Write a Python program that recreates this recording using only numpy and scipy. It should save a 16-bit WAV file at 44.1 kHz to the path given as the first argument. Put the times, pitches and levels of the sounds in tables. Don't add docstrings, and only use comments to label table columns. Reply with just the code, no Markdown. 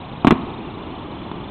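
import sys
import numpy as np
from scipy import signal
from scipy.fft import rfft, irfft
from scipy.io import wavfile
from scipy.ndimage import uniform_filter1d

SR = 44100
rng = np.random.default_rng(int(sys.argv[2]) if len(sys.argv) > 2 else 0)


def persist_wave(psi):
    counts = np.round(np.clip(psi, -1, 1) * 32767).astype(np.int16)
    wavfile.write(sys.argv[1], SR, np.atleast_2d(counts).T)


N = 66150


def from_db(db):
    return 10 ** (np.asarray(db) / 20)


def seconds():
    return np.arange(N) / SR


def noise(spectrum):
    hz, db = np.transpose(spectrum)
    freqs = np.maximum(np.fft.rfftfreq(N, 1 / SR), 1)
    gain = from_db(np.interp(np.log(freqs), np.log(hz), db)) * (freqs < 5000)
    shaped = irfft(rfft(rng.standard_normal(N)) * gain, N)
    return shaped / shaped.std()


def drift(rate_hz):
    pole = np.exp(-2 * np.pi * rate_hz / SR)
    wobble = signal.lfilter([1], [1, -2 * pole, pole * pole], rng.standard_normal(2 * N))[N:]
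    return wobble / wobble.std()


# frequency in Hz, relative level in dB.
TOWN_SPECTRUM = [(20, -18), (40, -5), (70, -3), (150, -1), (280, -4.5), (450, -9), (620, -12), (900, -7),
                 (1150, -12), (1550, -22.5), (2000, -24), (3400, -23), (4100, -36)]

def distant_town(level_db=-33.5):
    return from_db(level_db) * noise(TOWN_SPECTRUM)


# time in seconds, lowest pitch in Hz, highest pitch in Hz.
WHINE_RANGE = [(0, 2304, 3742), (0.599, 2653, 3680), (1.001, 2898, 3525), (1.5, 2874, 3544)]

def warbling_whine(warble_hz=24.42, whine_db=-48.5, pip_db=-56):
    t = seconds()
    times, lows, highs = np.transpose(WHINE_RANGE)
    low_hz, high_hz = np.interp(t, times, lows), np.interp(t, times, highs)
    cycle = (t - .008) * warble_hz % 1
    hold_end, fall_end = 0.14, 0.71
    sag = np.minimum((fall_end - cycle) / (fall_end - hold_end), 1) ** 4
    climb = np.sin(np.pi / 2 * (cycle - fall_end) / (1 - fall_end))
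    height = np.where(cycle < fall_end, sag, climb)
    whine_hz = low_hz + (high_hz - low_hz) * height + 85 * drift(rate_hz=90)
    whine_gain = from_db(whine_db + 1.5 * height + 2.5 * drift(rate_hz=70))
    pip_hz = 3960 + 70 * drift(rate_hz=90)
    pip_gain = height * from_db(pip_db + 2.5 * drift(rate_hz=70))
    whine = whine_gain * np.sin(2 * np.pi * np.cumsum(whine_hz) / SR)
    pip = pip_gain * np.sin(2 * np.pi * np.cumsum(pip_hz) / SR)
    return whine + pip


# frequency in Hz, relative level in dB.
ROLL_SPECTRUM = [(60, -8), (130, -2), (180, 3), (240, -2), (330, 6), (420, -1), (520, -15.5), (780, -11.5),
                 (1150, -9.5), (1600, -37.5), (2400, -16.5), (3400, -43.5), (4100, -34)]

def rolling_wheels(start_s=0.26, rise_s=0.01, start_db=-33.5, fade_db_per_s=3.5):
    age = np.maximum(seconds() - start_s, 0)
    fade_in = np.minimum(age / rise_s, 1)
    level_db = start_db - fade_db_per_s * age + 2.5 * drift(rate_hz=20.3)
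    return fade_in * from_db(level_db) * noise(ROLL_SPECTRUM)


# frequency in Hz, relative level in dB.
ECHO_SPECTRUM = [(60, -36), (150, -14.5), (260, -3), (400, -31.5), (550, -13), (800, -0.5), (1200, -5),
                 (1700, -4.5), (2300, -6.5), (4000, -9.5)]

def park_echo(sound, level_db=-11, build_s=0.004, fade_s=0.88):
    t = seconds()
    tail = noise(ECHO_SPECTRUM) * (1 - np.exp(-t / build_s))
    tail *= np.exp(-np.log(1000) * t / fade_s)
    strongest_band_power = np.max(uniform_filter1d(np.abs(rfft(tail)) ** 2, size=200))
    tail /= np.sqrt(strongest_band_power)
    return from_db(level_db) * signal.fftconvolve(sound, tail)[:N]


def ring(tones, age, attack_s):
    swell = 1 - np.exp(-(age / attack_s) ** 2)
    ringing = np.zeros(N)
    for hz, db, fade_s in tones:
        strength = from_db(db + 1.5 * rng.standard_normal())
        ringing += strength * np.exp(-np.log(1000) * age / fade_s) * np.sin(2 * np.pi * hz * age)
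    return swell * ringing


# pitch in Hz, relative level in dB, seconds to fade by 60 dB.
THUD_TONES = [(167.8, -5.5, 0.039), (237.3, 3, 0.023), (311.8, 2, 0.023), (396, -13, .026)]
# pitch in Hz, relative level in dB, seconds to fade by 60 dB.
CLACK_TONES = [(731, -8.5, 0.025), (904, 1.5, 0.012), (1072, -4, 0.014), (1170, -9.5, 0.0099)]
# frequency in Hz, relative level in dB.
SCRAPE_SPECTRUM = [(60, -37), (130, 0.5), (250, 18.5), (400, -4.5), (540, -4.5), (850, 6.5), (1200, 1),
                   (1550, -11.5), (2200, -5), (3300, -8), (4300, -25)]
# start in seconds, relative levels of the thud,
# the clack and the scrape in dB, length of the scrape in seconds.
KNOCKS = [(0.2462, 2, 3, -17, .004), (0.2690, 3, 2, -2, .006), (0.2735, 2, -1, -1, .002),
          (0.2805, -10, -8, -8, .003), (0.3068, 3, 3, -1, .005), (0.3185, -2, -10, -9, .004),
          (0.3232, -1, -17, -20, .002), (1.2160, -36, -35, -33, .002), (1.3140, -25, -18.5, -22, .003)]

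def skate_knocks(attack_s=.001, scrape_release_s=0.0032, thud_delay_s=.0012):
    knocks = np.zeros(N)
    for start_s, thud_db, clack_db, scrape_db, scrape_s in KNOCKS:
        age = np.maximum(seconds() - start_s, 0)
        sliding = np.minimum(age / attack_s, 1)
        sliding *= np.exp(-np.maximum(age - scrape_s, 0) / scrape_release_s)
        knocks += from_db(scrape_db - 3.5) * sliding * noise(SCRAPE_SPECTRUM)
        knocks += from_db(clack_db) * ring(CLACK_TONES, age, attack_s)
        thud_age = np.maximum(age - thud_delay_s, 0)
        knocks += from_db(thud_db) * ring(THUD_TONES, thud_age, attack_s=0.0017)
    return knocks


def scene():
    knocks = skate_knocks()
    return (knocks + park_echo(knocks) + rolling_wheels() + distant_town() + warbling_whine())[None]


def record(dry, input_limit=0.671, output_limit=0.711, mic_top_hz=4202, output_top_hz=16000):
    mic_filter = signal.cheby1(14, .3, mic_top_hz, fs=SR, output="sos")
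    output_filter = signal.cheby2(12, 70, output_top_hz, fs=SR, output="sos")
    overloaded = np.clip(dry, -input_limit, input_limit)
    dull = signal.sosfilt(mic_filter, overloaded)
    return signal.sosfilt(output_filter, np.clip(dull, -output_limit, output_limit))


dry = scene()
out = record(dry)
persist_wave(out)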